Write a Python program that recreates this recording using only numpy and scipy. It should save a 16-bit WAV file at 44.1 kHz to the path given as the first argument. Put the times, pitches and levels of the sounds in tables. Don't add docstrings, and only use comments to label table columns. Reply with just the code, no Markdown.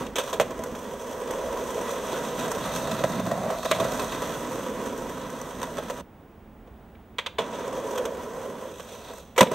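import sys
import numpy as np
from scipy import signal
from scipy.fft import rfft, irfft, next_fast_len
from scipy.io import wavfile
from scipy.ndimage import uniform_filter1d, minimum_filter1d, map_coordinates

SR = 44100
rng = np.random.default_rng(int(sys.argv[2]) if len(sys.argv) > 2 else 0)


def waveform_to_disk(signal):
    frames = np.transpose(np.atleast_2d(signal))
    scaled = np.clip(frames, -1, 1) * 32767
    samples = np.round(scaled).astype(np.int16)
    wavfile.write(sys.argv[1], SR, samples)


def elevation(decibels):
    levels = np.asarray(decibels, float)
    return 10 ** (levels / 20)


N = 420713

CUT_S = 6.012
FAR_S = 7.62

# time in seconds, level in dB, grind of hard ground in dB,
# rider's weight in dB, deck pitch in Hz.
ROLL_NEAR = [(0, -34.5, 3, 8, 526), (0.15, -55, 2.5, 22, 510), (0.24, -42, 10, 3, 538),
             (0.56, -39.5, -1, 9, 514), (0.95, -38.5, 3.5, 1.5, 501), (1.45, -31.5, -1, -2.5, 520),
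             (1.93, -34, 6.5, 2, 519), (2.5, -35, 6.5, 6, 540), (2.82, -34, 9, 6, 570),
             (3.22, -39, 6.5, 14, 592), (3.5, -30.5, -3.5, 0.5, 592), (3.62, -44, 16, 5, 575),
             (3.8, -29.5, 3, 2, 579), (4.1, -36, 11, 8.5, 542), (4.83, -37.5, 2.5, 8.5, 500),
             (5.3, -42, 7, 8.5, 533), (6.02, -42.5, 7, 7.5, 534)]
ROLL_FAR = [(7.384, -42.5, 2, 10, 533), (7.56, -38.5, 6.5, 6, 525), (7.91, -31.5, -2.5, -1.5, 502),
            (8.09, -35.5, -5, -1, 512), (8.69, -40.5, 2.5, 3, 510), (8.74, -49.5, 12, -8, 500),
            (9.1, -45.5, 10.5, -5, 570), (9.2, -50.5, 11.5, -16, 560), (9.25, -66, 19.5, 0, 510),
            (9.4, -70, 16, 10, 510), (9.46, -49, -8, 8, 560), (9.54, -41, 10, 15.5, 506)]
PART_DB = [-9.5, 0.08, -6.5, -16.5, -13]
PART_GRIND = [0.009, .01, 0.24, 1.1, 0.88]
PART_WEIGHT = [0.99, .01, 0.3, .01, .01]
TURN_DB_PER_HZ = [0.027, 0.011, -0.089, 0.0093, .001]

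# start in seconds, peak in dB, hardness in dB, length in seconds.
LANDINGS = [(0.066, -41.5, 15.5, 0.021), (0.157, -25, 8, 0.08), (0.183, -21, 4.5, 0.078),
            (0.195, -27.5, 3.5, 0.079), (0.235, -29, 0, 0.026), (0.276, -34, 4, 0.08),
            (0.329, -22, 1.5, 0.059), (0.399, -9.5, -9.5, 0.041), (0.407, -19, 1.5, 0.054),
            (3.631, -26, -1, 0.036), (3.655, -19, -3, 0.032), (3.713, -15, 1.5, .03),
            (3.8, -21, 3.5, 0.036), (6.674, -44, -6.5, .036), (7.184, -31, 14, 0.055),
            (7.262, -35.5, 17.5, 0.046), (7.385, -20.5, 4, 0.049), (7.387, -21, -4.5, 0.16),
            (9.362, -33, 1, 0.082), (9.379, -11, 4, 0.034), (9.389, -18, 3, 0.06), (9.408, -7, 10, 0.017),
            (9.413, -15.5, 4, 0.03), (9.418, -16.5, -7, .03), (9.429, -12, 2, 0.013),
            (9.462, -18.5, -18, 0.13), (9.514, -18, -11, 0.052)]
LANDING_DB = [-7, -10, -14, -13.5]
# start in seconds, peak in dB, length in seconds.
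THUDS = [
    (0.399, -22, 0.047),
    (3.036, -16.5, 0.015),
    (3.189, -17.5, 0.022),
    (3.271, -17, 0.02),
    (3.31, -23, 0.026),
    (3.799, -20, 0.03),
    (9.408, -7.5, 0.071),
    (9.47, -22, 0.033),
    (9.515, -23, 0.031),
]
# start in seconds, peak in dB, hardness in dB.
CRACKS = [(0.506, -31, -1), (0.591, -23.5, -24), (0.751, -30.5, 0), (1.214, -27, -12), (2.393, -30, 5.5),
          (2.653, -25.5, -4), (2.912, -36.5, 14.5), (3.039, -17.5, -2.5), (3.196, -28, 1.5),
          (3.264, -26, -3), (3.314, -17.5, -10.5), (3.46, -25, -25), (3.503, -19.5, -9), (3.995, -27.5, 7),
          (4.22, -27.5, 4), (4.809, -35, 2), (5.615, -31, 3), (5.63, -27.5, 4), (5.77, -32, 3),
          (5.783, -23, -4.5), (5.884, -40, 6), (5.899, -25, 1.5), (7.528, -26, -3.5), (7.727, -34, 5),
          (7.955, -34, 7), (7.977, -24, 3.5), (8.053, -27, 5), (8.797, -35, 5), (9.1, -32, -12)]
CRACK_DB = [-7, -9, -16, -13.5]
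# start in seconds, peak in dB.
PEBBLES = [(0.592, -38), (0.637, -29), (1.309, -29.5), (1.708, -36), (2.516, -23.5), (3.344, -53),
           (4.976, -39), (5.301, -37), (5.387, -42), (5.414, -33.5), (8.759, -51), (8.826, -44),
           (8.99, -52), (9.135, -40), (9.181, -43)]
PEBBLE_DB = [-8, -5.5, -22.5, -4]
HARD_REACH = np.array([[.01], [.7], [1.2], [.9]])
FAR_DULL_DB = np.array([[-.5], [.01], [1.5], [-5]])
# start in seconds, peak in dB, length in seconds.
KNOCKS = [(0.184, -23, 0.016), (0.33, -30, 0.028), (0.399, -7.5, 0.026), (3.039, -15.5, 0.017),
          (3.652, -20, .02), (3.713, -13.5, 0.017), (5.783, -26, 0.013), (5.9, -27, .015),
          (7.389, -20.5, 0.043), (9.383, -13, 0.018), (9.39, -10.5, .02), (9.407, -8, 0.013),
          (9.413, -5, .015), (9.423, -14, 0.012), (0.751, -32, .01), (3.266, -29, .015), (7.728, -30, .015)]
# start in seconds, peak in dB, length in seconds.
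SLAPS = [(3.714, -18, 0.063), (3.727, -27.5, 0.034), (6.95, -48, 0.03), (7.1845, -20, 0.047),
         (7.1896, -24, 0.022), (7.2609, -28, 0.028), (7.383, -21.5, 0.028), (9.362, -28, 0.017),
         (9.38, -12.5, 0.033), (9.407, -13, 0.048), (9.4679, -21.5, 0.03)]

# resonance in Hz, width in Hz, level in dB.
SLACK_BOOM = [(209.5, 35.5, 1), (251.4, 97, -0.5)]
# resonance in Hz, width in Hz, level in dB.
TENSE_BOOM = [(112, 44, -4), (175, 42.4, 1.5), (232, 29, -2.5)]
# resonance in Hz, width in Hz, level in dB.
SLACK_DECK = [(411, 115, -4.5), (510, 70.7, 1.5), (570, 44, -3.5)]
# resonance in Hz, width in Hz, level in dB.
TENSE_DECK = [(546, 83, -5.5), (647.4, 34.5, 4), (732, 97, -6.5)]
# resonance in Hz, width in Hz, level in dB.
SLACK_WHEELS = [(977.5, 104, 13.5), (1387, 94, -0.5), (1471, 63, 2.5), (2005, 130, -9.5)]
# resonance in Hz, width in Hz, level in dB.
TENSE_WHEELS = [(1080, 160, 4), (1333.5, 62, 8), (1520, 147, 0.5), (2020, 82, -2.5)]
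# resonance in Hz, width in Hz, level in dB.
SLACK_AXLES = [(2366, 600, 0), (2655, 324, 5), (2860, 300, 3.5), (3385, 250, 5.5), (3970, 230, -6)]
# resonance in Hz, width in Hz, level in dB.
TENSE_AXLES = [(2550, 83, -13), (2620, 230, 3), (3340, 330, -8), (3660, 310, 8.5), (4390, 810, 2.5)]
# resonance in Hz, width in Hz, level in dB.
BEARINGS = [(6034, 690, 1), (8560, 970, -6), (10140, 890, -10), (12360, 1040, -9), (13800, 1300, -12.5)]
# resonance in Hz, width in Hz, level in dB.
BARE_WOOD = [(1650, 220, 0), (2020, 190, 2.5), (2290, 170, 5), (2550, 490, -1.5), (2910, 280, -1.5),
             (3430, 256, -2.5), (3830, 550, -9.5)]
# resonance in Hz, width in Hz, level in dB.
DECK_MAIN = [(530, 75, 0)]

# frequency in Hz, width in Hz, depth from 0 to 1.
HOUSING = [(4730, 2000, 0.22), (10930, 2500, 0.6)]
# frequency in Hz, seconds to fall by 60 dB.
WALLS = [(150, 1), (1000, 0.58), (4000, 0.36), (12000, 0.31)]
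# frequency in Hz, level in dB per Hz.
TOWN = [(20, -64), (66, -9.5), (144, -17), (218, -10), (300, -16.5), (480, -18.5), (800, -22), (1500, -31),
        (2500, -38.5), (3600, -43), (4200, -50), (6000, -51.5), (10000, -54), (15000, -52)]
# frequency in Hz, likeness from 0 to 1.
ALIKE = [(60, 1), (500, 0.98), (1500, 0.88), (3000, 0.95), (5000, 0.68), (9000, 0.85), (15000, 0.54)]
# frequency in Hz, left minus right in dB.
LEAN = [(60, -2.5), (240, -2.0), (950, -2), (3770, -1), (15000, -3.5)]


def unit(x):
    return x / np.sqrt(np.mean(x ** 2) + 1e-20)


def along(points, hz):
    f, v = np.transpose(points)
    return np.interp(np.log(hz + 1), np.log(f + 1), v)


def wobble(rate):
    knots = rng.standard_normal(int(N * rate / SR) + 4)
    return map_coordinates(knots, [np.arange(N) * rate / SR])


def filtered(x, response):
    m = next_fast_len(N + SR // 2)
    hz = np.fft.rfftfreq(m, 1 / SR)
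    return irfft(rfft(x, m) * response(hz), m)[..., :N]


def grit(rate, spread_db, jolt_s):
    hit = rng.random(N) < rate / SR
    stones = hit * elevation(spread_db * rng.standard_normal(N))
    return unit(signal.lfilter([1], [1, -np.exp(-1 / (jolt_s * SR))], stones))


def rolling():
    t = np.arange(N) / SR
    s, *controls = np.transpose(ROLL_NEAR + ROLL_FAR)
    level_db, grind_db, weight_db, pitch = [np.interp(t, s, c) for c in controls]
    on = (t < CUT_S) | (t >= ROLL_FAR[0][0])
    part_db = level_db + np.c_[PART_DB]
    part_db = part_db + np.outer(PART_GRIND, grind_db) + np.outer(PART_WEIGHT, weight_db)
    part_db = part_db + np.outer(TURN_DB_PER_HZ, np.maximum(pitch - 560, 0))
    force = on * elevation(part_db)
    stones = grit(100, spread_db=3.5, jolt_s=.003)
    feel = np.array([[.1], [.15], [.2], [.3], [.35]])
    surface = elevation(0.74 * wobble(14) + 1.14 * np.array([wobble(25) for _ in feel]))
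    shake = surface * (1 + feel * stones) * rng.standard_normal(force.shape)
    trim = elevation([[1.5], [1.5], [1.5], [-1.5], [-1.5]])
    return force * [unit(row) for row in shake] * trim, (pitch, grind_db)


def burst(count, t, length, push):
    sizes = np.repeat(rng.standard_normal(len(t) // 90 + 1), 90)[:len(t)]
    contacts = elevation(2.5 * sizes - 1)
    rattle = rng.standard_normal((count, len(t))) * contacts * elevation(-60 * (t / length) ** 1.91)
    return rattle + push * elevation(-60 * t / 0.00033)


def strikes(table, push):
    force, t = np.zeros(N + SR), np.arange(SR // 5) / SR
    for s, db, length in table:
        force[round(s * SR):][:len(t)] += elevation(db - 8.5) * burst(1, t, max(length, .005), push)[0]
    return force[:N]


def blows():
    force, t = np.zeros((4, N + SR)), np.arange(SR // 5) / SR
    last = np.array([[.9], [.95], [.85], [.7]])
    push = np.array([[9], [5], [2.5], [1.5]])
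    reach, dull_db = np.c_[HARD_REACH], np.c_[FAR_DULL_DB]
    crack_s, pebble_s = 0.042, 0.023
    hits = [(s, db + np.c_[LANDING_DB] + reach * hard, length) for s, db, hard, length in LANDINGS]
    hits += [(s, db + np.c_[CRACK_DB] + reach * hard, crack_s) for s, db, hard in CRACKS]
    hits += [(s, db + np.c_[PEBBLE_DB], pebble_s) for s, db in PEBBLES]
    for s, levels, length in hits:
        start = round(s * SR)
        gain = elevation(levels + dull_db * (CUT_S < s < FAR_S))
        force[:, start:start + len(t)] += gain * burst(4, t, last * max(length, .005), push)
    thuds = strikes(THUDS, push=5.2)
    slaps, knocks = strikes(SLAPS, push=4), strikes(KNOCKS, push=7.8)
    return np.vstack([thuds, force[:, :N], slaps, knocks])


def body(modes, hz):
    shape = 0
    for k, (c, w, db) in enumerate(modes):
        shape = shape + (-1) ** k * elevation(db) * 1j * hz * w / (c * c - hz * hz + 1j * hz * w)
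    shape *= (1j * hz / (1j * hz + .7 * modes[0][0])) ** 2
    return shape / np.sqrt(np.mean(abs(shape) ** 2))


def tension(pitch_hz, slack_hz, range_hz):
    turn = np.clip((pitch_hz - slack_hz) / range_hz, 0, 1) * np.pi / 2
    return np.cos(turn), np.sin(turn)


def housing(hz):
    return np.prod([1 - np.clip(depth, 0, 1) / (1 + 2j * (hz - c) / w) for c, w, depth in HOUSING], axis=0)


def board(forces, pitch, grind_db):
    boom, deck, wheels, axles, bearings, bare, main_mode = forces
    bend_hz = pitch - 500
    load = tension(pitch, slack_hz=461.8, range_hz=208)
    squeeze = tension(0.56 * bend_hz + 2.5 * grind_db, slack_hz=0, range_hz=179)
    twist = tension(2.7 * bend_hz + 8 * grind_db, slack_hz=0, range_hz=500)
    pushes = [bearings, bare, main_mode]
    for part, shares in ((boom, load), (deck, load), (wheels, squeeze), (axles, twist)):
        pushes += [part * share for share in shares]
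    parts = [BEARINGS, BARE_WOOD, DECK_MAIN, SLACK_BOOM, TENSE_BOOM, SLACK_DECK, TENSE_DECK,
             SLACK_WHEELS, TENSE_WHEELS, SLACK_AXLES, TENSE_AXLES]
    m = next_fast_len(N + SR // 8)
    hz = np.fft.rfftfreq(m, 1 / SR)
    ringing = sum(rfft(push, m) * body(modes, hz) for push, modes in zip(pushes, parts))
    return irfft(housing(hz) * ringing, m)[:, :N]


def spread(a, b):
    turn = lambda hz: np.arccos(np.clip(along(ALIKE, hz), -1, 1)) / 2
    mid, side = filtered(np.array([a, b]), lambda hz: np.array([np.cos(turn(hz)), np.sin(turn(hz))]))
    return np.array([mid + side, mid - side])


def walls(x):
    hz, t, z = signal.stft(rng.standard_normal((2, SR // 2)), SR, nperseg=256)
    fade = elevation(-60 * t / along(WALLS, hz)[:, None])
    tail = signal.istft(z * fade, SR, nperseg=256)[1]
    late = np.pad(x, (400, 0))[None]
    wet = signal.fftconvolve(late, tail / np.linalg.norm(tail[0]), axes=1)[:, :N]
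    clock = np.arange(N) / SR
    return spread(*wet) * ((clock < CUT_S) | (clock > CUT_S + .6))


def town():
    far = unit(filtered(rng.standard_normal((2, N)), lambda hz: elevation(along(TOWN, hz))))
    low = unit(filtered(rng.standard_normal((2, N)), lambda hz: hz ** 2 / (1 + (hz / 55) ** 5)))
    near_street_db = 5 * (np.arange(N) / SR < CUT_S)
    low *= elevation(-57.5 + near_street_db - 0.5 * wobble(.8) + 1.8 * wobble(4.5))
    return spread(*(elevation(-49.5 + 0.93 * wobble(3.37)) * far + low))


def whistle():
    tone = np.sqrt(2) * elevation(-72.5) * np.sin(2 * np.pi * 15625 * np.arange(N) / SR)
    return tone * elevation([[1.5], [-1.5]])


def distance(x):
    t, nearing_s = np.arange(N) / SR, 0.4
    far = (t > CUT_S) * np.clip((FAR_S + nearing_s - t) / (2 * nearing_s), 0, 1)
    dull = filtered(x, lambda hz: 1 / (1 + 1j * hz / 12100) ** 2)
    return x + far * (dull - x)


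def scene():
    (roll, strain), force = rolling(), blows()
    force[:5] += roll
    paths = np.array([np.ones(N), np.sign(rng.standard_normal(N))])
    direct, scattered = distance(board(force[:, None] * paths, *strain))
    return spread(direct, scattered) + elevation(-16.5) * walls(direct) + town()


def gain_control(x, knee, late_s, hold_s):
    peak = -minimum_filter1d(-abs(x).max(axis=0), size=round(hold_s * SR))
    peak = np.pad(peak, (round((late_s + hold_s / 2) * SR), 0))[:N]
    return x * uniform_filter1d((1 + (peak / knee) ** 4) ** -.2, size=200)


def top_cut(x):
    return signal.sosfilt(signal.butter(12, 16500, fs=SR, output="sos"), x)


def record(dry):
    gap_hz = 300
    off = lambda hz: (hz + gap_hz / 2) % gap_hz - gap_hz / 2
    gaps = lambda hz: 1 - .65 * (hz > 450) / (1 + 1j * off(hz) / 9)
    balance = lambda hz: elevation(along(LEAN, hz) * np.array([[.5], [-.5]]))
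    x = gain_control(dry, knee=1.0, late_s=0.032, hold_s=0.066)
    x = x / (1 + abs(x / .75) ** 4) ** (1 / 4)
    x = filtered(x, lambda hz: balance(hz) * gaps(hz) * (hz < 15750))
    return top_cut(x + whistle())


dry = scene()
out = record(dry)
waveform_to_disk(out)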